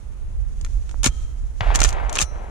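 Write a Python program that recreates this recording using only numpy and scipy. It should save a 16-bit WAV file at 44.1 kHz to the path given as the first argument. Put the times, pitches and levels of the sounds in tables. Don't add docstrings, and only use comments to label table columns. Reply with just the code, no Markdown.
import sys
import numpy as np
from scipy import signal
from scipy.fft import rfft, irfft
from scipy.io import wavfile
from scipy.ndimage import uniform_filter1d

SR = 44100
rng = np.random.default_rng(int(sys.argv[2]) if len(sys.argv) > 2 else 0)


def log_audio(samples):
    frames = np.atleast_2d(samples).T
    limited = np.clip(frames, -1, 1)
    pcm = np.round(limited * 32767).astype(np.int16)
    wavfile.write(sys.argv[1], SR, pcm)


N = 110250
RIFLE_SPREAD, SHOT_SPREAD = 0.96, 0.36
SHOT_TAIL_S = 0.0037


def undb(db):
    return 10 ** (np.asarray(db) / 20)


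def pan(db):
    return undb(np.array([[db], [-db]]) / 2)


def since(start):
    return np.maximum(np.arange(N) / SR - start, 0)


def fade(start, decay_s):
    t = since(start)
    return (t > 0) * np.exp(-t / decay_s)


def tone(hz, start, t60_s):
    return fade(start, t60_s / np.log(1000)) * np.sin(2 * np.pi * hz * since(start))


def curve(rows):
    return undb(np.interp(since(0), *np.array(rows).T))


def per_bin(rows):
    hz, value = np.array(rows, float).T
    return np.interp(np.log(np.arange(N + 1) * SR / (2 * N) + 1), np.log(hz), value)


def colour(x, rows):
    gain = undb(per_bin(rows))
    cepstrum = irfft(np.log(gain / np.sqrt(np.mean(gain ** 2))))
    cepstrum[1:N] *= 2
    cepstrum[N + 1:] = 0
    return irfft(rfft(x, 2 * N) * np.exp(rfft(cepstrum)))[..., :N]


def stereo_noise(spread):
    return np.sqrt(1 - spread ** 2) * rng.standard_normal(N) + spread * rng.standard_normal((2, N))


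def grains(per_s, spread_db):
    sizes = undb(spread_db * np.clip(rng.standard_normal(N), -2, 2))
    gain = sizes[(since(0) * per_s).astype(int)]
    return gain / np.sqrt(np.mean(gain ** 2))


def flutter(per_s, spread_db):
    return uniform_filter1d(grains(per_s, spread_db), int(SR / per_s))


def wind(buffet_s=0.027):
    # time_s, level_db
    strength = [(0, -37), (.3, -28), (1.2, -28), (1.55, -30.5), (1.66, -24), (1.87, -19), (1.92, -27),
                (2.2, -31.5), (2.3, -32.5)]
    # frequency_hz, gain_db
    rumble_colour = [(15, -12), (30, 0.5), (52, -1.5), (110, -21.5), (300, -48), (1000, -78.5)]
    # peak_s, level_db
    buffet_peaks = [(0.469, -26), (0.757, -21), (1.695, -18), (1.809, -17), (1.866, -14.5), (2.059, -19.5)]
    # frequency_hz, gain_db
    air_colour = [(200, 4), (500, -3.5), (2000, -14.5), (6500, -31.5), (10000, -22), (16000, -52)]
    rumble = colour(stereo_noise(0.9), rumble_colour) * curve(strength)
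    rumble *= flutter(per_s=24, spread_db=1.5)
    buffets = np.zeros(N)
    for peak_s, db in buffet_peaks:
        t = since(0) - peak_s
        hz = rng.uniform(36.83, 44.05)
        swell = np.exp(-(t / buffet_s) ** 2)
        buffets += undb(db) * swell * np.sin(2 * np.pi * (hz * t + rng.random()))
    air = colour(stereo_noise(1), air_colour)
    return undb(3) * rumble * pan(-6.5) + buffets * pan(-13.5) + undb(-50) * air


def birds(start_hz=5700, rise_hz_per_s=21000, length_s=0.031):
    # start_s, level_db
    chirps = [(.99, -63), (2.375, -60)]
    out = np.zeros(N)
    for start, db in chirps:
        t = np.minimum(since(start), length_s)
        cycles = (start_hz + rise_hz_per_s * t / 2) * t
        out += undb(db) * np.sin(np.pi * t / length_s) * np.sin(2 * np.pi * cycles)
    return out


def thin_hiss():
    # time_s, level_db
    strength = [(.45, -64.5), (.71, -55), (.85, -57), (1.05, -56.5), (1.55, -62.5), (1.68, -52.5),
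                (2.0, -63)]
    return steel(stereo_noise(RIFLE_SPREAD)) * flutter(per_s=50.17, spread_db=2.5) * curve(strength)


def crack(start, shock_s=0.00094):
    # frequency_hz, gain_db
    shot_colour = [(200, -15.5), (850, -0.5), (2000, 7), (4000, -1), (4900, -8), (6400, -9.5), (11000, -60)]
    progress = since(start) / shock_s
    shock = (progress > 0) * (progress < 1) * (1 - 2 * progress)
    tail = undb(-8) * fade(start, SHOT_TAIL_S) * stereo_noise(SHOT_SPREAD)
    return colour(shock + tail, shot_colour)


def rolling_echo(start, edge_start_hz=4980, dulling_per_s=3.82):
    # time_s, level_db
    swells = [(1.61, -31), (1.68, -32.5), (1.72, -28), (1.80, -32.5), (1.90, -35), (1.97, -28.5),
              (2.06, -30.5), (2.17, -27.5), (2.27, -39), (2.39, -28)]
    # frequency_hz, gain_db
    roll_colour = [(300, -14.5), (800, 0.5), (2200, -4.5), (3300, -12.5), (4800, -22.5), (15000, -64)]
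    clumps = grains(per_s=300, spread_db=1.8)
    scatter = stereo_noise(SHOT_SPREAD) * grains(per_s=5100, spread_db=1) * clumps
    hz, t, bins = signal.stft(colour(scatter, roll_colour), SR)
    edge_hz = edge_start_hz * np.exp(-dulling_per_s * np.maximum(t - start, 0))
    roll = signal.istft(bins / np.hypot(1, hz[:, None] / edge_hz), SR)[1][:, :N]
    return roll * curve(swells) * np.tanh(since(start) / SHOT_TAIL_S)


def far_shot(start_s=1.6075):
    # start_s, level_db, centre_hz
    slopes = [(1.667, -14.5, 680), (1.7033, -8, 920), (1.7415, -16, 970)]
    # frequency_hz, left_minus_right_db
    balance = [(100, 2), (380, 14), (700, 12.5), (1300, 2), (2400, 2.5), (8000, 7)]
    # frequency_hz, left_lead_rad
    phase = [(100, 0.82), (500, -1.1), (1100, -1.9), (1800, -1.51), (4000, -0.43)]
    echoes = np.zeros((2, N))
    for echo_s, db, hz in slopes:
        echoes += undb(db) * signal.lfilter(*signal.iirpeak(hz, Q=3.5, fs=SR), crack(echo_s))
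    roll = rolling_echo(start_s)
    shot = undb(-13.5) * crack(start_s) + echoes + roll
    side = np.array([[.5], [-.5]])
    direction = undb(side * per_bin(balance)) * np.exp(1j * side * per_bin(phase))
    return irfft(rfft(shot, 2 * N) * direction)[:, :N]


def steel(x):
    # frequency_hz, left_db, right_db
    steel_colour = [(305, -40, -35), (2720, -9, -1), (4860, -7.5, -6), (6610, 1, 3.5), (7570, -5, -2.5),
                    (9140, -19, -1.5), (10380, -20.5, -10.5), (13200, -25, -17), (15000, -35, -55)]
    left = colour(x[0], [(hz, db) for hz, db, _ in steel_colour])
    right = colour(x[1], [(hz, db) for hz, _, db in steel_colour])
    return np.array([left, right])


def spring(start_s=1.06, modes_per_cluster=9, scatter=0.032):
    # centre_hz, level_db
    clusters = [(1310, 0), (3230, 0.5), (4048, -8), (6150, -8), (6966, -17)]
    out = np.zeros((2, N))
    for hz, db in clusters:
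        for detune, left, right in rng.standard_normal((modes_per_cluster, 3)):
            mode = tone(hz * (1 + scatter * detune), start_s, t60_s=1.0)
            out += undb(db) * np.array([[left], [right]]) * mode
    return undb(-50) * out / np.sqrt(modes_per_cluster)


def steel_ring(lock_s=2.19):
    # pitch_hz, level_db, t60_s
    modes = [(1310, -4.5, 1), (4020, -14, 0.84), (5800, 2, 0.47), (6200, -1, 0.44), (9700, 0.5, 0.23)]
    ring = sum(undb(db) * tone(hz, lock_s, t60_s) for hz, db, t60_s in modes)
    return undb(-44) * ring * pan(13)


def knocks():
    # start_s, pitch_hz, level_db, decay_ms, left_minus_right_db
    blows = [(.943, 880, -15.5, 0.36, 6.5), (1.0613, 125, -13.5, 13.5, 6.5), (1.063, 244, -9, 4.8, 7.5),
             (1.08, 48, -14.5, 25.4, -22), (1.61, 94, -11.5, 8.3, 5), (1.798, 107, -29, 32, 2),
             (2.1878, 2610, -10.5, 2.8, -7.5), (2.189, 3210, -10, 1.6, -1), (2.217, 158, -23, 8.5, 13),
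             (2.229, 59, -13.5, 14.7, -12.5)]
    out = np.zeros((2, N))
    for start, hz, db, decay_ms, pan_db in blows:
        cycles = hz * since(start)
        envelope = np.minimum(2 * cycles, 1) * fade(start, decay_ms / 1000)
        out += undb(db) * pan(pan_db) * envelope * np.sin(2 * np.pi * cycles)
    return out


def receiver(x):
    # pitch_hz, level_db
    modes = [(1430, 0), (1820, 1), (2450, -3.5)]
    response = sum(undb(db) * tone(hz, 0, t60_s=0.022) for hz, db in modes)
    return signal.fftconvolve(x, response[None] / np.linalg.norm(response))[:, :N]


def contact(x, body_db):
    edge_hz = np.clip(12100 * 2 ** (-body_db / 12), 3000, 20000)
    return signal.lfilter(*signal.butter(2, edge_hz, fs=SR), x)


def bolt_action(slide_rise_s=0.0058, slide_fall_s=0.0087):
    # start_s, level_db, decay_ms, body_db
    clicks = [(0.6124, -30.5, 1.9, -0.5), (0.648, -23, 1.35, 0.5), (0.6634, -41, 1.46, 11.5),
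              (0.893, -33, 1.7, 5.5), (0.9122, -34, 1.6, 3), (1.033, -13, 1.8, -0.5),
              (1.042, -9.5, 3.5, -1.5), (1.0444, -12.5, 4.6, 1), (1.0583, -7, 2.5, -6),
              (1.0626, -4.5, 1.7, 1.5), (1.070, -12.5, 4.2, -0.5), (1.75, -11.5, 1.65, 4.5),
              (1.7571, -4.5, 1.96, -1.5), (1.79, -22.5, 4.9, 5), (1.8034, -8.5, 1.6, -5.5),
              (1.8161, -9.5, 1.7, 4), (1.818, -11.5, 2.1, 8), (1.832, -10, 1.6, 1), (1.839, -5, 1.5, -7),
              (1.8466, -10.5, 7.5, 4), (1.8908, -12, 0.51, -15), (1.906, -23.5, 0.9, -22),
              (1.928, -20, 0.5, 2.5), (2.095, -23.5, 3.5, 3.5), (2.128, -20, 2.4, -4),
              (2.1547, -14, 1.9, -1), (2.1606, -15, 3.3, 2), (2.1703, -24, 5, 12.5), (2.1846, -17.5, 2, 1),
              (2.188, -12.5, 4.5, -4), (2.1989, -16, 4.5, 3.5), (2.2073, -11, 2, -1), (2.214, -9.5, 1.2, 3),
              (2.2159, -7, 3.5, -2), (2.2245, -10.5, 2.2, -4)]
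    # start_s, length_s, level_db
    slides = [(1.039, 0.034, -22), (1.116, 0.13, -52), (1.741, 0.019, -28.5), (1.864, 0.026, -32.5),
              (2.134, 0.018, -36.5), (2.218, 0.011, -24.5)]
    # frequency_hz, gain_db
    body_colour = [(80, 4), (300, -1.5), (1400, 0), (2700, 2.5), (5500, -6), (12000, -51)]
    bright, body = np.zeros((2, N)), np.zeros((2, N))
    chatter = stereo_noise(RIFLE_SPREAD) * grains(per_s=3600, spread_db=1)
    for start, db, decay_ms, body_db in clicks:
        snap = 3.5 * (np.arange(N) == int(start * SR))
        shake = fade(start, decay_ms / 1000) + undb(-13.5) * fade(start, decay_s=0.0088)
        rattle = shake * np.roll(chatter, rng.integers(N), axis=1)
        hit = undb(db - 4.5) * (snap + rattle)
        bright += contact(hit, body_db)
        body += hit * undb(body_db)
    pressure = np.zeros(N)
    for start, length, db in slides:
        rise = np.minimum(since(start) / slide_rise_s, 1)
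        pressure += undb(db) * rise * np.exp(-since(start + length) / slide_fall_s)
    scrape = pressure * chatter
    bright += contact(scrape, body_db=0)
    body += scrape
    return steel(bright * pan(3.5)) + undb(-6) * colour(body, body_colour) + undb(-14) * receiver(body)


def scene():
    left_lag_s = 0.00004
    left, right = bolt_action()
    action = np.array([np.interp(since(left_lag_s), since(0), left), right])
    rifle = action + spring() + knocks() + steel_ring()
    return rifle + thin_hiss() + far_shot() + birds() + wind()


def record(dry):
    ceiling, top_hz = 0.85, 15500
    rounded = dry / (1 + (dry / ceiling) ** 4) ** .25
    return signal.sosfilt(signal.ellip(8, .2, 70, top_hz, fs=SR, output="sos"), rounded)


dry = scene()
out = record(dry)
log_audio(out)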